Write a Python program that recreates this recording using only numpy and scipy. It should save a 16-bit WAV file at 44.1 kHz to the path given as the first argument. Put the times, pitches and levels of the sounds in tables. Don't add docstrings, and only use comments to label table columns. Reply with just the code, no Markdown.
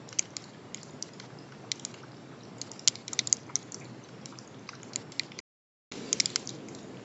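import sys
import numpy as np
from scipy import signal
from scipy.fft import rfft, irfft, next_fast_len
from scipy.io import wavfile
from scipy.ndimage import uniform_filter1d, minimum_filter1d, map_coordinates

SR = 44100
rng = np.random.default_rng(int(sys.argv[2]) if len(sys.argv) > 2 else 0)


def wrap_up_sound(samples):
    columns = np.atleast_2d(samples).T
    tamed = np.clip(columns, -1, 1)
    steps = np.round(tamed * 32767).astype(np.int16)
    wavfile.write(sys.argv[1], SR, steps)


N = 310464
TIME = np.arange(N) / SR

# start_s, end_s
SILENCE = (5.403, 5.915)


def amp(db):
    return 10 ** (np.asarray(db) / 20)


def unit(x):
    return x / np.sqrt(np.mean(x ** 2) + 1e-20)


def match_energy(sound):
    return sound * np.sqrt(.002 * SR / np.sum(sound ** 2))


def wobble(rate):
    points = rng.standard_normal(int(N * rate / SR) + 4)
    return map_coordinates(points, [TIME * rate])


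def filtered(x, response):
    padded = next_fast_len(N + 8192)
    hz = np.fft.rfftfreq(padded, 1 / SR)
    return irfft(rfft(x, padded) * response(hz), padded)[..., :N]


def coloured(x, spectrum):
    points_hz, points_db = np.transpose(spectrum)

    def response(hz):
        return amp(np.interp(np.log(hz + 1), np.log(points_hz), points_db))
    return unit(filtered(x, response))


def ring(push, hz, width_hz, order=2):
    edges = np.clip([hz - width_hz / 2, hz + width_hz / 2], 50, SR / 2 - 50)
    b, a = signal.butter(order, edges, "bandpass", fs=SR)
    return match_energy(signal.lfilter(b, a, push))


def add(track, s, sound):
    part = track[max(round(s * SR), 0):][:len(sound)]
    part += sound[:len(part)]


def ticks():
    # back_db, cavity_db, side_db, wall_db, front_db, rim_db
    pellets = [(0.0901, 0.00023, 6920.0, 3950.0, -38.5, -20.5, -27.5, -30, -10.5, -1, -5),
               (0.1276, 0.0015, 5710.0, 4220, -35, -6.5, -8.5, -6.0, -6, -20.5, -35.5),
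               (0.1872, 0.0015, 5700.0, 4080, -27, -30.5, -12, -11.5, -12, -4, -22),
               (0.1927, 0.00095, 6570.0, 4210, -13.5, -33, -12.5, -23, -18.5, -18.5, -16.5),
               (0.225, 0.002, 6300, 4500, -44, -16, -7.5, -1, 0, 2.5, -6),
               (0.367, 0.0007, 6970.0, 4370, -24.5, -19, -10, -15.5, -6, -2.5, -3.5),
               (0.4403, 0.003, 6030.0, 4320, -39.5, -24, -2.5, -6.0, 7.5, -11, 2.5),
               (0.7455, 0.00051, 6970.0, 3950, -27.5, -31, -7, -9, -12, -8.0, -0.5),
               (0.773, 0.0003, 5600.0, 4900.0, -44.5, -28, -16.0, -27, 8, 8.5, -13.5),
               (0.8313, 0.002, 6270.0, 4330.0, -37.0, -5.0, -14.5, -15, -1.5, 0, 4.5),
               (0.908, 0.001, 5600.0, 3840.0, -47, -17, -21.5, -29.0, -6, -13.0, 10.5),
               (1.0253, 0.00086, 5720.0, 4320, -24.5, -29, -27, -25, -9.0, -3, -10),
               (1.1355, 0.0015, 7080.0, 3320, -44, -19.5, -24, -30, -2.5, 4.5, 3),
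               (1.199, 0.0021, 6540.0, 4000.0, -34, -1, 2, -6.5, 3, -2.5, -31),
               (1.521, 0.0034, 5900, 4300, -41, 6, -1, 1, -2.5, 1.5, -9.5),
               (1.7167, 0.0017, 5960.0, 4020, -18.5, -26, 0, -8.5, 6, 1, 2),
               (1.7961, 0.0017, 5900.0, 3520, -37.0, -30.5, -9.5, -24.0, -2, -7, -1),
               (1.8502, 0.0015, 6860.0, 4290, -23, -18.5, -17, -15.5, -10.5, -2.0, 4),
               (1.941, 0.0038, 6500, 4200, -37, 0.5, 0.5, 2.5, 4, -8, -8.5),
               (2.5834, 0.0015, 6990.0, 4800, -44, -24.0, -10, -23, -5, -25.5, 1),
               (2.6151, 0.0014, 6620.0, 4500, -25.5, -32, -18, -18.5, -3, -14, -19),
               (2.7162, 0.00076, 6460.0, 3530.0, -33, -23.5, -28, -30.5, -13.5, -3.5, -3.5),
               (2.794, 0.0011, 5970.0, 3990.0, -34.5, -32.0, -6.5, -11.5, -2, 6, 0.5),
               (2.8761, 0.00091, 6510.0, 4050, -6.5, -25.5, -18, -9.5, -1, -1.5, -32.5),
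               (2.8822, 0.00063, 6840.0, 3390.0, -12.5, -20, -8, -16.0, 2, 8, 8.5),
               (2.9554, 0.00061, 5740.0, 4230, -31.5, -35, -0.5, -10.5, 6.5, -2, -8),
               (3.0804, 0.002, 5770.0, 3780, -28.5, -33, -8, -19, -2, -19.5, -8),
               (3.1319, 0.0017, 6170.0, 4060, -24, -22, -14.5, -29, -10, -9, 1.5),
               (3.1908, 0.0014, 5600.0, 4040, -14.0, -24.0, -3.5, -32, 1.5, -11.5, -31),
               (3.2724, 0.0015, 6870.0, 4130, -22, -29.5, -26, -26, -11.0, -7.5, -31.5),
               (3.2982, 0.0003, 6480.0, 4900.0, -43.5, -31.5, -29, -32.0, -10.5, -7.5, -5.5),
               (3.3273, 0.00045, 6520.0, 5050, -9.5, -33.5, -25.5, -32, -6, -8, -30),
               (3.3687, 0.0007, 6370.0, 3730, -40, -21, -30, -30, -6, 0, -5.5),
               (3.556, 0.00086, 6300.0, 4150.0, -15.5, -30, -23.5, -35, -18, -31, -32.5),
               (3.5634, 0.0005, 5610.0, 3980.0, -33, -13.5, -13, -18, -3.5, -3, -16),
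               (3.7212, 0.00064, 6600.0, 4746, -32.5, -33.5, -21.5, -31, -9, -10.5, -1.5),
               (3.7443, 0.00085, 5860.0, 4940, -29, -17, -19, -26, -12.5, -19, -7.5),
               (3.8444, 0.0022, 5880.0, 4790, -43.5, -31, -14.5, -18.5, 1, -21, 0),
               (4.088, 0.0037, 6200, 4010, -41.5, 3.5, 2.5, 3, 0, 3, -14.5),
               (4.2576, 0.001, 6330.0, 4120, -32, -13.5, -8, -3.5, -2, 5.5, 4),
               (4.3875, 0.0003, 5780.0, 4440.0, -35.0, -4.5, -28, -34, -10.5, 5.5, -4.5),
               (4.4756, 0.0015, 6680.0, 4630.0, -45, -10.5, -24.5, -30.0, -15.5, -32.5, -17.0),
               (4.69, 0.003, 5600.0, 3940, -29.5, 6, 9, -6.0, 1, 8, -14),
               (4.8316, 0.00028, 6830.0, 3300.0, -37, -9.5, -1, -11, -5.5, -4, -1.5),
               (4.9334, 0.0023, 6640.0, 4400, -36, -30, -3, -5, 1.5, 3, -16.5),
               (4.959, 0.001, 7030.0, 4360.0, -20, -27.5, -12.5, -18.0, -7.5, -21.5, 1),
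               (5.1206, 0.003, 6080.0, 4290.0, -36.5, -32.0, -2.5, -1.5, 1.5, -4.5, 1.5),
               (5.1955, 0.00054, 5820.0, 4230, -17.5, -16, 10.5, -16.5, 14, 1.5, 2.5),
               (5.234, 0.0003, 7090.0, 4380.0, -43, -30.5, -2, 2.5, 3.5, -10.5, -6),
               (5.3187, 0.0018, 7020.0, 3320, -37.5, 1.5, 12.0, 4.5, 5.5, 8.5, -3),
               (5.3892, 0.001, 5600.0, 4770, -29, -11.5, 1.5, -13, 3, -13, -8.5),
               (5.9204, 0.00046, 6190.0, 4180.0, -33, -3.5, 4, -6.0, 2.5, -0.5, -13),
               (6.1289, 0.0011, 6340.0, 3900.0, -14, -27, -16.5, -21, -15.5, -8, -31),
               (6.2002, 0.001, 5870.0, 4010.0, -14.5, -33, -2, -21.0, -4, -4, -3.5),
               (6.2041, 0.00041, 6910.0, 4170, -15, -22.5, -16.5, -12, -1, 9, 0),
               (6.2577, 0.00089, 7000.0, 3520, -17, -30.0, -6.5, -7.5, 1.5, 11, 12.5),
               (6.3021, 0.0014, 6930.0, 3890.0, -35.5, -20.0, -24, -29, 5, -34.5, 3.5),
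               (6.359, 0.002, 6260.0, 4220, -15.5, -4.5, -2.5, -4, 0, 6.5, 3.5),
               (6.474, 0.00038, 6050.0, 4620, -29.5, -27, -33, -32.5, -5, -21, -32.0),
               (6.492, 0.0015, 6330.0, 3973, -29.5, -34, -27.5, -31.5, -1, -9.5, -18),
               (6.5036, 0.0017, 6580.0, 4100, -40, -27.0, -17, -22.5, 0, -1.5, -32.0),
               (6.6852, 0.002, 6940.0, 4400, -38.5, -27.5, -2.5, -7, -16.5, -5, -8),
               (6.749, 0.0023, 6590.0, 3880, -38.0, -21.5, -11, -17, 0, 0, 1)]
    out = np.zeros(N)
    for s, contact, ping_hz, wall_hz, db, back_db, cavity_db, side_db, wall_db, front_db, rim_db in pellets:
        drives_db = [back_db, cavity_db, side_db, front_db, rim_db]
        tick = strike(max(contact, 1e-4), ping_hz, wall_hz, wall_db, drives_db)
        add(out, s, amp(db) * tick)
    return out


def strike(contact, ping_hz, wall_hz, wall_db, drives_db, after_db=-28,
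           ping_width_hz=1050, wall_width_hz=800, crack_db=-20):
    # pitch_hz, width_hz, level_db
    housing = [(1320, 660, 1), (2200, 430, -1.5), (2920, 950, 1), (5230, 1100, -0.5), (7317, 1000, -0.5)]
    push = crunch(contact, after_db)
    parts = []
    for (hz, width_hz, db), drive_db in zip(housing, drives_db):
        parts.append(amp(db + drive_db) * ring(push, hz, width_hz, order=3))
    back, cavity, side, front, rim = parts
    wall = amp(wall_db) * ring(push, wall_hz, wall_width_hz)
    ping = ring(push, ping_hz, ping_width_hz)
    crack = amp(crack_db) * ring(push, 4740, 5600, order=3)
    return match_energy(crack - rim + ping - front + wall - side + cavity - back)


def crunch(length, after_db):
    crumble_s = 0.00029
    shiver_t60 = 0.076
    t = np.arange(SR // 40) / SR
    blow = t == 0
    fading = np.exp(-t / length) + amp(after_db - 60 * t / shiver_t60)
    return blow + fading * rng.standard_normal(len(t)) / np.sqrt(crumble_s * SR)


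def specks(count=55, level_db=-50, spread_db=5, low_hz=3000, high_hz=7200, width_hz=900, contact=.001):
    out = np.zeros(N)
    for when, size, pitch in rng.random((count, 3)):
        hz = low_hz + pitch * (high_hz - low_hz)
        speck = ring(crunch(contact, after_db=-18.5), hz, width_hz)
        add(out, when * N / SR, amp(level_db + spread_db * size) * speck)
    return out


def pats(width_hz=480, level_db=-4.0, t60=0.08, rise_s=0.0027):
    # start_s, pitch_hz, relative level_db (the shared level_db is added)
    soft_pellets = [(1.237, 893, -38), (1.522, 1343, -40.5), (1.64, 950, -36), (2.033, 1204, -35.5),
                    (2.327, 1275, -39.5), (3.129, 1042, -33), (3.492, 2200, -39), (3.497, 1027, -32.5),
                    (3.812, 2234, -37), (4.325, 1214, -34.5), (4.73, 1317, -33.5), (4.902, 1084, -39)]
    out, t = np.zeros(N), np.arange(SR // 16) / SR
    for s, hz, db in soft_pellets:
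        swell = (1 - np.exp(-t / rise_s)) * amp(-60 * t / t60)
        push = swell * rng.standard_normal(len(t))
        add(out, s - rise_s, amp(db + level_db) * ring(push, hz, width_hz))
    return out


def patter(count=300, level_db=-61, spread_db=7.0, centre_hz=1900, t60=0.025, width_share=.7):
    out, t = np.zeros(N), np.arange(SR // 32) / SR
    for when, size, pitch in rng.random((count, 3)):
        push = amp(-60 * t / t60) * rng.standard_normal(len(t))
        db = level_db + spread_db * min(-np.log(1 - size), 2)
        hz = centre_hz * 2 ** (3 * pitch - 1.5)
        add(out, when * N / SR, amp(db) * ring(push, hz, width_share * hz))
    return out


def hiss(level_db=-46, surge_db=6.5, patch_db=2.2):
    # pitch_hz, level_db (per Hz)
    hiss_colour = [(300, -29.5), (1200, -6), (2400, 1), (4500, 2), (7000, -1), (8000, 5)]
    # pitch_hz, width_hz, lift_db
    hiss_peaks = [(1000, 130, 7.5), (1300, 180, 3.5), (2112, 71, 1), (2800, 110, 2.5), (3380, 130, 0.5),
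                  (4605, 190, 0.5), (5480, 64, 2), (6600, 450, -2)]
    z = signal.stft(rng.standard_normal(N), nperseg=1024)[2]
    field = uniform_filter1d(rng.standard_normal(z.shape), size=2, axis=0)
    field = uniform_filter1d(field, size=7, axis=1)
    patchy = signal.istft(z * amp(patch_db * unit(field)), nperseg=1024)[1][:N]

    def lift(f):
        return amp(sum(db / (1 + (2 * (f - hz) / width_hz) ** 2) for hz, width_hz, db in hiss_peaks))
    sound = unit(filtered(coloured(patchy, hiss_colour), lift))
    return amp(level_db + surge_db * surge(hold_s=0.43, fade_s=0.19)) * sound


def rumble(low_db=-48, roar_db=-47, roar_surge_db=5.5, waver_db=0.84):
    # pitch_hz, level_db (per Hz)
    rumble_colour = [(20, -33), (50, -34), (80, -20), (100, -10.5), (127, 2), (160, -4), (260, -4),
                     (420, -7.5), (560, -12), (800, -15), (1300, -19.5), (2200, -23.5), (4000, -44.5),
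                     (8000, -52.5)]
    # pitch_hz, level_db (per Hz)
    roar_colour = [(100, -24.5), (200, -0.5), (350, -0.5), (460, -3.5), (650, -15.5), (1200, -25.5)]
    low = amp(low_db) * coloured(rng.standard_normal(N), rumble_colour)
    roar_level = amp(roar_db + roar_surge_db * surge(hold_s=0.22, fade_s=0.077))
    roar = roar_level * coloured(rng.standard_normal(N), roar_colour)
    after_silence = TIME > SILENCE[1]
    return amp(waver_db * wobble(12)) * (low + roar * after_silence)


def surge(hold_s, fade_s):
    since = TIME - SILENCE[1]
    return (since > 0) * np.clip(1 - (since - hold_s) / fade_s, 0, 1)


def scene():
    mono = ticks() + specks() + pats() + patter() + rumble() + hiss()
    return np.array([mono, mono])


def suppress(x, corner_hz=2300, threshold_db=5, knee_db=9, depth_db=-8.5, hold=0.065, fade=0.0038):
    hz, t, z = signal.stft(x, SR, nperseg=384, noverlap=288)
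    power = uniform_filter1d(np.abs(z[0]) ** 2, size=3, axis=1)
    power = uniform_filter1d(power, size=3, axis=0)
    level = 10 * np.log10(np.abs(power) + 1e-20)
    usual = np.median(level, axis=1, keepdims=True)
    opening = np.clip((level - usual - threshold_db) / knee_db, 0, 1)
    half = int(hold / t[1] / 2)
    held = -minimum_filter1d(-opening, 2 * half + 1, axis=1, origin=half)
    pole = np.exp(-t[1] / fade)
    held = np.maximum(held, signal.lfilter([1 - pole], [1, -pole], held))
    treble = hz[:, None] ** 4 / (hz[:, None] ** 4 + corner_hz ** 4)
    gain = amp(depth_db * treble * (1 - held))
    return signal.istft(z * gain, SR, nperseg=384, noverlap=288)[1][:, :N]


def limit(x):
    needed = np.minimum(1, .9 / (np.abs(x[0]) + 1e-9))
    lowest = minimum_filter1d(needed, size=89)
    return x * uniform_filter1d(lowest, size=89)


def record(dry, roll_hz=7480, top_hz=8274):
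    live = (TIME < SILENCE[0]) | (TIME > SILENCE[1])
    limited = limit(suppress(dry) * live)

    def band(hz):
        return (hz < top_hz) / np.sqrt(1 + (hz / roll_hz) ** 80)
    return filtered(limited, band)


dry = scene()
out = record(dry)
wrap_up_sound(out)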